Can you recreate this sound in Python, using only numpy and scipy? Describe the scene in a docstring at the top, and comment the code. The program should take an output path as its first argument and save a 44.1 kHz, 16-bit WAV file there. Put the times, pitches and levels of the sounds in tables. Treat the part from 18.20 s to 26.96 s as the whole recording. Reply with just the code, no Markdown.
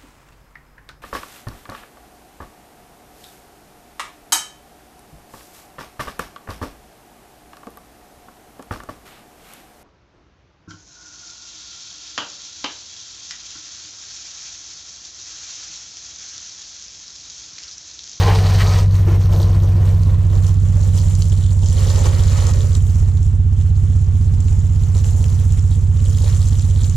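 """A hose jet drums and splats on the hollow tail of a parked car while a piston motor thrums nearby.
The water rings the tail lamp, tail panel and spoiler, then spatters over the glass and roof, breaking
into drops, spray and mist that echo off the driveway. Each motor stroke kicks a pipe and puffs out air.
The listener moves from behind the car to its side. The microphone starts in mono and opens to stereo."""
import sys
import numpy as np
from scipy import signal
from scipy.io import wavfile
from scipy.ndimage import map_coordinates

SR = 44100
rng = np.random.default_rng(int(sys.argv[2]) if len(sys.argv) > 2 else 0)


def unload_audio(sound):
    """Save the sound as a 16-bit wav file, at the path given as the first command line argument."""
    columns = np.transpose(np.atleast_2d(sound))
    # keep every value between -1 and 1, then stretch to whole-number steps
    steps = np.round(np.clip(columns, -1, 1) * 32767)
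    wavfile.write(sys.argv[1], SR, steps.astype(np.int16))


N = 386316
TIME = np.arange(N) / SR


# water spectra as heard, with the stereo microphone's bright peak near 7 kHz: freq_hz, gain_db
SPLAT_SPECTRUM = [(700, -16), (1050, 4), (1270, 6), (1500, 1.5), (1750, 3), (1970, 4), (2400, 1), (3000, 0),
                  (4500, -23)]
SPATTER_SPECTRUM = [(1500, -18), (2500, -11), (3100, 0.5), (4300, 2), (5300, -3), (6500, -6.5),
                    (8500, -12.5), (11200, -33), (12700, -18.5), (15000, -28.5)]
SPRAY_SPECTRUM = [(4000, -22), (5500, -5.5), (6200, -3), (7300, 3), (8200, -5.5), (9700, -12.5),
                  (11200, -24.5), (12600, -26.5), (15000, -30.5)]
MIST_SPECTRUM = [(7000, -30.5), (10000, -5), (11300, -8), (12100, -1), (12900, -1), (15000, -9.5)]

def jet(slug_db=1.47, gust_db=1.0, spray_trim_db=1.0):
    """The jet breaks into slugs that drum on the panels, splat, and scatter into drops, spray and mist."""
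    shares = aim()
    drum_db, splat_db, spatter_db, spray_db, mist_db = water_levels(shares)
    slugs_db = slug_db * wander(70)
    flying_db = slugs_db + gust_db * wander(22)  # rebounding water comes in gusts
    drum = drumming(shares, drum_db + slugs_db)
    slaps = impacts(per_s=1800, spread_db=3, ring_s=0.0084, ring=1, drift_db=2.5)
    splat = placed(slaps, SPLAT_SPECTRUM, splat_db + slugs_db)
    # a hard jet merges the drops into a rush; a grazing jet leaves them apart
    merged = np.clip((splat_db + 55) / 26, 0.1, 0.8)
    drops = pings(per_s=1000, spread_db=5.6, cycles=1, drift_db=2)
    rush = impacts(per_s=6000, spread_db=1, ring_s=0.0019, ring=0.98, drift_db=0)
    water = np.sqrt(1 - merged) * unit_rms(drops) + np.sqrt(merged) * unit_rms(rush)
    spatter = placed(water, SPATTER_SPECTRUM, spatter_db + flying_db)
    droplets = pings(per_s=5400, spread_db=3, cycles=1.2, drift_db=3)
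    fine_water = unit_rms(droplets) + 0.51 * np.roll(water, 9, axis=1)
    spray = placed(fine_water, SPRAY_SPECTRUM, spray_db + spray_trim_db + flying_db)
    specks = impacts(per_s=580, spread_db=1.5, ring_s=0.001, ring=0.6, drift_db=-2.5)
    mist = placed(unit_rms(specks) + 0.35 * water, MIST_SPECTRUM, mist_db + flying_db)
    return drum + splat + spatter + spray + mist


# modes of the struck parts: pitch_hz, width_hz, gain_db
TAIL_LAMP = [(450, 76, 1.5), (690, 67, -2), (797, 26, 6.5), (910, 70, 0.5), (1050, 88, 0.5)]
TAIL_PANEL = [(435, 120, 0.5), (580, 35, 1), (630, 32, 2), (765, 84, 2), (924, 100, 0), (1020, 58, 2.5),
              (1250, 72, -1.5)]
SPOILER = [(255, 35, -11), (345, 34, -2), (467, 65, -2.5), (648, 200, -4), (713, 110, -2.5),
           (1016, 220, -9)]
GLASS = [(357, 126, -2), (505, 73, 3.5), (591, 39, 3), (804, 180, -3), (943, 123, -0.5), (1130, 220, -8.5)]
ROOF = [(387, 47, -3.5), (480, 74, -0.5), (720, 470, -8), (968, 236, -5.5)]
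# parts hit in turn: arrival_s, sweep_s, modes, drum_db, splat_db, spatter_db, spray_db, mist_db
JET_PATH = [(0.0, .01, TAIL_LAMP, -28.5, -30.5, -33.5, -36, -55),
            (0.191, 0.062, TAIL_PANEL, -31, -36, -38.5, -41, -52.5),
            (0.65, .16, SPOILER, -35.5, -47, -51, -48.5, -54),
            (2.4, .5, GLASS, -45.5, -52, -46, -43, -57.5),
            (3.56, 0.067, GLASS, -37.5, -42, -39, -40.5, -54),
            (4.48, 0.34, ROOF, -47.5, -52.5, -51.5, -47, -59),
            (7.86, 0.25, GLASS, -47.5, -51.5, -44.5, -42.5, -56.5)]
# panel radiation: freq_hz, gain_db
PANEL_SPECTRUM = [(150, -29.5), (300, 4.5), (1200, -3), (1700, -3), (3000, -24)]

def drumming(shares, level_db):
    """Blows of water ring the modes of whichever part is under the jet."""
    blows = impacts(per_s=2500, spread_db=2, ring_s=0.005, ring=0.52, drift_db=3.5)
    drum = np.zeros((2, N))
    for share, (_, _, modes, *_) in zip(shares, JET_PATH):
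        panel = np.zeros((2, N))
        for i, (pitch_hz, width_hz, gain_db) in enumerate(modes):
            resonator = signal.iirpeak(pitch_hz, pitch_hz / width_hz, SR)
            panel += (-1) ** i * gain_of(gain_db) * signal.lfilter(*resonator, blows)
        drum += np.sqrt(share) * placed(panel, PANEL_SPECTRUM, level_db)
    return drum


def aim():
    """The share of the jet on each part as it sweeps from one to the next."""
    reached = [np.clip(0.5 + (TIME - arrival_s) / sweep_s, 0, 1)
               for arrival_s, sweep_s, *_ in JET_PATH[1:]]
    return np.maximum(-np.diff([np.ones(N), *reached, np.zeros(N)], axis=0), 0)


# how squarely the jet lands: time_s, force_db
JET_FORCE = [(0, 0.5), (1.25, -3), (1.65, -2.5), (1.95, -5.5), (2.45, -3.5), (2.8, 0.5), (3.3, -3.5),
             (3.6, -1), (3.75, 2), (4.45, -2), (4.8, -2), (5.0, -9.5), (6.5, -5.5), (6.85, 1), (7.3, -1),
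             (7.73, -7), (8.05, 1.5), (8.5, -3)]
# jet slips past the car: centre_s, length_s, force_db
JET_SLIPS = [(0.678, 0.065, -13), (2.022, 0.14, -2.5), (2.4, .14, -6), (4.627, 0.045, -2.5),
             (5.24, 0.19, -9), (5.533, 0.033, -5)]
# response to force, in db_per_db: drum, splat, spatter, spray, mist
FORCE_SLOPES = (0.97, 0.96, 0.95, 0.99, 1.4)
# jet catches an edge or hollow: centre_s, length_s, drum_db, splat_db, flying_db
JET_SURGES = [(0.1, .14, 4, 0, -4.5), (0.414, 0.05, -0.5, 13.5, 3.5), (0.766, 0.047, 0, 4, 5.5),
              (0.907, .09, 3.5, 8.5, -0.5), (1.188, 0.12, 7.5, 4.5, 6.5), (1.45, .07, 0.5, -3, 0.5),
              (1.852, 0.11, -1, -1, 3), (2.167, 0.083, 5, 2, 4), (2.269, 0.085, 7, 4.5, 10),
              (2.64, .3, 7, 2, -1), (2.768, .08, -0.5, 1, 3), (3.835, 0.24, 3.5, -0.5, -1),
              (4.148, 0.057, -0.5, 3, 1), (4.34, .12, 3, -1.5, 2), (4.78, .14, 0, 0, 2),
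              (5.044, 0.036, 0, -1, 5), (5.425, 0.075, 0, 4, 5.5), (8.078, 0.12, 5.5, 4.5, -1)]

def water_levels(shares):
    """Levels in dB of the five water sounds, set by the part hit, the jet's force and its surges."""
    slips_db = sum(db * swell(centre_s, length_s) for centre_s, length_s, db in JET_SLIPS)
    force_db = curves(JET_FORCE)[0] + slips_db
    parts_db = np.transpose([part[3:] for part in JET_PATH]) @ shares
    levels_db = parts_db + np.outer(FORCE_SLOPES, force_db)
    for centre_s, length_s, drum_db, splat_db, flying_db in JET_SURGES:
        surge = swell(centre_s, length_s)
        levels_db[0] += drum_db * surge
        levels_db[1] += splat_db * surge
        levels_db[2:] += flying_db * surge
    return levels_db


def impacts(per_s, spread_db, ring_s, ring, drift_db, spots=10):
    """Drops of many sizes land on spots, each with its own short ring and drifting share of the jet."""
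    t = np.arange(2048) / SR
    pair = np.zeros((2, N))
    for _ in range(spots):
        at, lands, size = landings(per_s / spots, candidates=20000)
        strength = lands * gain_of(spread_db * np.minimum(size, 4.5))
        hits = np.bincount(at, strength * rng.choice([-1, 1], len(at)), N)
        response = rng.standard_normal((2, len(t))) * np.exp(-t / ring_s)
        response *= ring / np.linalg.norm(response, axis=1, keepdims=True)
        response[0, 4] += 1  # contact click, in mid and, a few samples earlier or later, in side
        response[1, rng.integers(0, 9)] += rng.choice([-1, 1])
        pair += convolved(hits * gain_of(drift_db * wander(9)), response)
    return pair


def pings(per_s, spread_db, cycles, drift_db, low_hz=2430, high_hz=14070, pitches=36):
    """Each drop bursts with a few cycles at its own pitch, shifted in phase between mid and side."""
    t = np.arange(512) / SR
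    pair = np.zeros((2, N))
    for hz in np.geomspace(low_hz, high_hz, pitches) * rng.uniform(0.98, 1.02, pitches):
        at, lands, size = landings(per_s / pitches, candidates=4000)
        drift = np.interp(at, np.linspace(0, N, 80), rng.standard_normal(80))
        strength = lands * gain_of(spread_db * np.minimum(size, 3.2) + drift_db * drift)
        phase_turns = np.array([[0], [rng.random()]])
        ring = np.sin(2 * np.pi * (hz * t + phase_turns)) * t * np.exp(-t * hz / cycles)
        ring *= np.sqrt(hz) / np.linalg.norm(ring[0])
        pair += convolved(np.bincount(at, strength, N), ring)
    return pair


def landings(per_s, candidates):
    """Random drops: sample index, whether each lands, and size."""
    at = rng.integers(0, N, candidates)
    lands = rng.random(candidates) < per_s * N / SR / candidates
    return at, lands, rng.exponential(1, candidates)


# drop burst as heard: freq_hz, gain_db
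CRACK_SPECTRUM = [(1200, -31), (2800, -6.5), (4500, -5), (7400, 4.5), (9500, -16), (11200, -18),
                  (13000, -26), (15000, -29)]
# single drops on the bodywork: start_s, relative_peak_db, pitch_hz
FAT_DROPS = [(1.8342, -33, 4190), (2.267, -28, 5850), (2.7771, -27, 6900), (2.953, -22.5, 7330),
             (3.022, -20.5, 4600), (3.0984, -29, 6340), (4.269, -21, 6700), (4.5521, -23, 7150),
             (5.03, -33, 7240), (5.0656, -37, 7320), (6.2042, -31, 7420), (6.2833, -33.5, 2850),
             (6.8446, -27.5, 2880), (7.0417, -25, 2870), (7.3223, -30, 7250), (7.394, -32, 5740),
             (7.985, -29, 6670), (8.0232, -29, 7420), (8.2282, -30, 7280), (8.2866, -28.5, 7250),
             (8.395, -29, 4650), (8.6973, -27, 7120)]

def fat_drops(trim_db=4, crack_s=0.0011, plink_s=0.0007, splash_s=0.005, splash=0.12):
    """Each fat drop is a sharp crack and a plink at its own pitch, followed by a small splash."""
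    t = np.arange(1500) / SR
    envelope = np.exp(-t / crack_s) + splash * np.exp(-t / splash_s)
    crack_taps = colour(signal.unit_impulse(256), CRACK_SPECTRUM)[:256]
    pair = np.zeros((2, N + len(t)))
    for start_s, peak_db, pitch_hz in FAT_DROPS:
        noise = rng.standard_normal((2, len(t))) * envelope
        burst = convolved(crack_taps, noise)[:, :len(t)]
        plink = np.sin(2 * np.pi * pitch_hz * t) * np.exp(-t / plink_s)
        burst += abs(burst).max() * plink
        burst /= abs(burst).max(1, keepdims=True)
        start = round(start_s * SR)
        pair[:, start:start + len(t)] += gain_of(peak_db + trim_db) * burst
    return ears(pair[0, :N], colour(pair[1, :N], SIDE_SPECTRUM))


# motor speed: time_s, turns_per_s
MOTOR_SPEED = [(0.0, 16.133), (1.19, 16.02), (1.59, 15.937), (2.39, 15.992), (3.58, 15.812), (3.98, 15.988),
               (4.78, 15.835), (5.57, 16.082), (6.37, 16.051), (7.17, 15.91), (7.96, 15.995),
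               (8.36, 16.219), (8.76, 15.731)]
# hum behind and beside the car: harmonic, relative_db
HUM_BEHIND = [(1, -34.5), (2, -25.5), (3, -6), (4, -21.5), (5, -11.5), (6, 3), (7, -15.5), (8, -33),
              (9, -26.5), (10, -10), (11, -20.5), (12, -33), (13, -36), (14, -43), (15, -37), (16, -34)]
HUM_BESIDE = [(1, -18.5), (2, -15), (3, -8), (4, -8.5), (5, -3), (6, 0.5), (7, -14), (8, -12), (9, -20),
              (10, -17.5), (11, -49.5), (12, -28), (13, -34), (14, -33), (15, -31.5), (16, -37.5)]
# pipe resonances: pitch_hz, width_hz
PIPE_MODES = [(88, 5), (66, 16)]
# hum balance: freq_hz, left_minus_right_db
HUM_BALANCE = [(30, 0), (60, -2), (96, -5), (130, -4.5), (160, -11.5), (250, -21)]
# motor noise spectra: freq_hz, gain_db
PUFF_SPECTRUM = [(100, -23.5), (170, 6.5), (250, -0.5), (310, -8.5), (400, -6.5), (550, -20.5), (800, -21),
                 (2000, -49)]
RUMBLE_SPECTRUM = [(8, -38.5), (25, 5), (45, 4), (70, -1.5), (92, 1.5), (120, -2.5), (160, -7),
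                   (230, -18.5), (400, -54.5), (4000, -75)]
# listening: time_s, hum_db, listener_place (0 behind, 1 beside), microphone_stereo_width (0 to 1)
LISTENING = [(0, -12.5, 0.14, 0), (1.4, -12, 0.41, 0), (2.2, -12, 0.55, 0.93), (3, -12.5, 0.52, 0.9),
             (4, -12.5, 0.98, 1), (8.76, -13, 1, 1)]

def motor(kick_turn=0.199, slap_turn=0.02, puff_turn=0.042, uneven_db=0.04, rumble_db=-26,
          puff_db=-41, puff_sharpness=5.3, puff_floor=0.39):
    """One stroke a turn kicks the pipe into a throbbing hum; a valve slaps and lets out a puff of air."""
    turns = np.cumsum(curves(MOTOR_SPEED)[0]) / SR
    hum_db, place, _ = curves(LISTENING)
    harmonics, behind_db = np.transpose(HUM_BEHIND)
    beside_db = np.transpose(HUM_BESIDE)[1]
    hz = harmonics * np.mean(np.transpose(MOTOR_SPEED)[1])
    pipe_lag = sum(np.angle(pitch_hz ** 2 - hz ** 2 + 1j * width_hz * hz)
                   for pitch_hz, width_hz in PIPE_MODES)
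    pipe_phase = 2 * np.pi * harmonics * kick_turn - pipe_lag
    valve_phase = np.pi / 2 - 2 * np.pi * harmonics * slap_turn
    phase = np.where(harmonics <= 10, pipe_phase, valve_phase)
    behind, beside = (gain_of(db) / np.linalg.norm(gain_of(db)) for db in (behind_db, beside_db))
    left_over_right = gain_of(value_at(HUM_BALANCE, hz))
    side_share = (left_over_right - 1) / (left_over_right + 1)
    mid, side = np.zeros((2, N))
    for i, harmonic in enumerate(harmonics):
        amplitude = behind[i] + place * (beside[i] - behind[i])
        partial = amplitude * np.cos(2 * np.pi * harmonic * turns + phase[i])
        mid += partial
        side += side_share[i] * partial
    strength = np.sqrt(2) * gain_of(hum_db + uneven_db * wander(15))
    gate = puff_floor + np.exp(puff_sharpness * (np.cos(2 * np.pi * (turns - puff_turn)) - 1))
    puff = gain_of(puff_db) * unit_rms(gate * colour(rng.standard_normal(N), PUFF_SPECTRUM))
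    rumble = gain_of(rumble_db) * unit_rms(colour(rng.standard_normal(N), RUMBLE_SPECTRUM, size=16384))
    return ears(strength * mid + puff + rumble, strength * side - 0.46 * puff - 0.15 * rumble)


def driveway(pair, wet_db=-9.5, decay_s=0.022, delay_s=0.004, density=0.04):
    """The concrete and the garage front scatter a short echo."""
    t = np.arange(8192) / SR
    reflections = rng.standard_normal((2, len(t))) * (rng.random((2, len(t))) < density)
    taps = reflections * np.exp(-t / decay_s) * (t > delay_s)
    mid, side = convolved(pair.mean(0), taps / np.linalg.norm(taps, axis=1, keepdims=True))
    return pair + gain_of(wet_db) * ears(mid, 0.3 * side)


# quiet outdoors as heard: freq_hz, gain_db
YARD_SPECTRUM = [(200, 0.5), (350, -0.5), (650, -6), (1000, -7), (1400, -9.5), (2000, -16), (3200, -13),
                 (5000, -22.5), (7200, -22), (11000, -35.5), (15000, -46)]

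def yard(level_db=-49.5):
    """A soft, even outdoor wash."""
    return placed(rng.standard_normal((2, N)), YARD_SPECTRUM, level_db)


# water balance: freq_hz, left_minus_right_db
WATER_BALANCE = [(300, -2.5), (1100, -6.5), (1800, 3.5), (2700, -2.5), (4100, 0), (6300, 3.5), (9000, -2),
                 (15000, -1.5)]

def leaning(pair):
    """Each band of the water sits a little left or right once the stereo width opens."""
    width = curves(LISTENING)[2]
    tilted = np.array([colour(ear, [(hz, sign * db / 2) for hz, db in WATER_BALANCE])
                       for ear, sign in zip(pair, (1, -1))])
    return pair + width * (tilted - pair)


# microphone's stereo spread: freq_hz, side_minus_mid_db
SIDE_SPECTRUM = [(300, -1), (900, -2.5), (1300, 0.5), (2000, -4.5), (3000, -5.5), (3800, -27.5),
                 (4400, -13), (5000, -1), (6200, -6.5), (7500, -0.5), (10000, 7), (11300, 2.5),
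                 (12500, -8.5), (15000, -0.5)]

def placed(pair, spectrum, level_db):
    """Colours a mid and side pair, sets its level and spreads it over the two ears."""
    mid = colour(pair[0], spectrum)
    side = colour(colour(pair[1], spectrum), SIDE_SPECTRUM)
    return gain_of(level_db) / np.std(mid) * ears(mid, side)


def ears(mid, side):
    """Left and right, as far as the stereo width has opened."""
    width = curves(LISTENING)[2]
    return np.array([mid + width * side, mid - width * side])


def colour(x, spectrum, size=4096):
    """Minimum-phase filter: clicks stay sharp in front and ring behind."""
    hz = abs(np.fft.fftfreq(size, 1 / SR))
    log_gain = np.log(gain_of(value_at(spectrum, hz)))
    taps = np.fft.ifft(np.exp(np.conj(signal.hilbert(log_gain)))).real
    return signal.oaconvolve(x, taps[:size // 2])[:N]


def convolved(x, responses):
    """One signal through a pair of impulse responses."""
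    return signal.oaconvolve(x[None], responses, axes=1)[:, :N]


def wander(per_s):
    """Random drift of unit rms that changes about per_s times a second."""
    knots = rng.standard_normal(4000)
    drift = map_coordinates(knots, [TIME[::32] * per_s], order=1, mode="wrap")
    return unit_rms(drift).repeat(32)[:N]


def swell(centre_s, length_s):
    """A smooth rise and fall around one moment."""
    return np.exp(-(2 * (TIME - centre_s) / length_s) ** 2)


def curves(rows):
    """Each column of a time table at every sample."""
    time_s, *columns = np.transpose(rows)
    return [np.interp(TIME, time_s, column) for column in columns]


def value_at(spectrum, hz):
    """A spectrum's dB value, interpolated over log frequency."""
    freq_hz, gain_db = np.transpose(spectrum)
    return np.interp(np.log(hz + 1), np.log(freq_hz + 1), gain_db)


def gain_of(db):
    """Decibels to amplitude."""
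    return 10 ** (np.asarray(db) / 20)


def unit_rms(x):
    """Scales to unit rms."""
    return x / np.sqrt(np.mean(x ** 2) + 1e-20)


def scene():
    """Water on the car, the motor and the yard."""
    water = leaning(jet() + fat_drops())
    return driveway(water) + motor() + yard()


# microphone colour in mono: freq_hz, gain_db
MONO_SPECTRUM = [(3000, 0.5), (4500, 6), (5700, 3.5), (6400, 1), (7300, -8), (8500, 2), (11200, -5),
                 (12600, 2.5), (15000, 3.5)]

def record(dry, cutoff_hz=15250):
    """The microphone changes colour as it opens from mono to stereo; a low-pass limits the band."""
    width = curves(LISTENING)[2]
    coloured = np.array([colour(ear, MONO_SPECTRUM) for ear in dry])
    heard = width * dry + (1 - width) * coloured
    low_pass = signal.firwin(511, cutoff_hz, window=("kaiser", 9), fs=SR)
    return signal.oaconvolve(heard, low_pass[None], "same")


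dry = scene()
out = record(dry)
unload_audio(out)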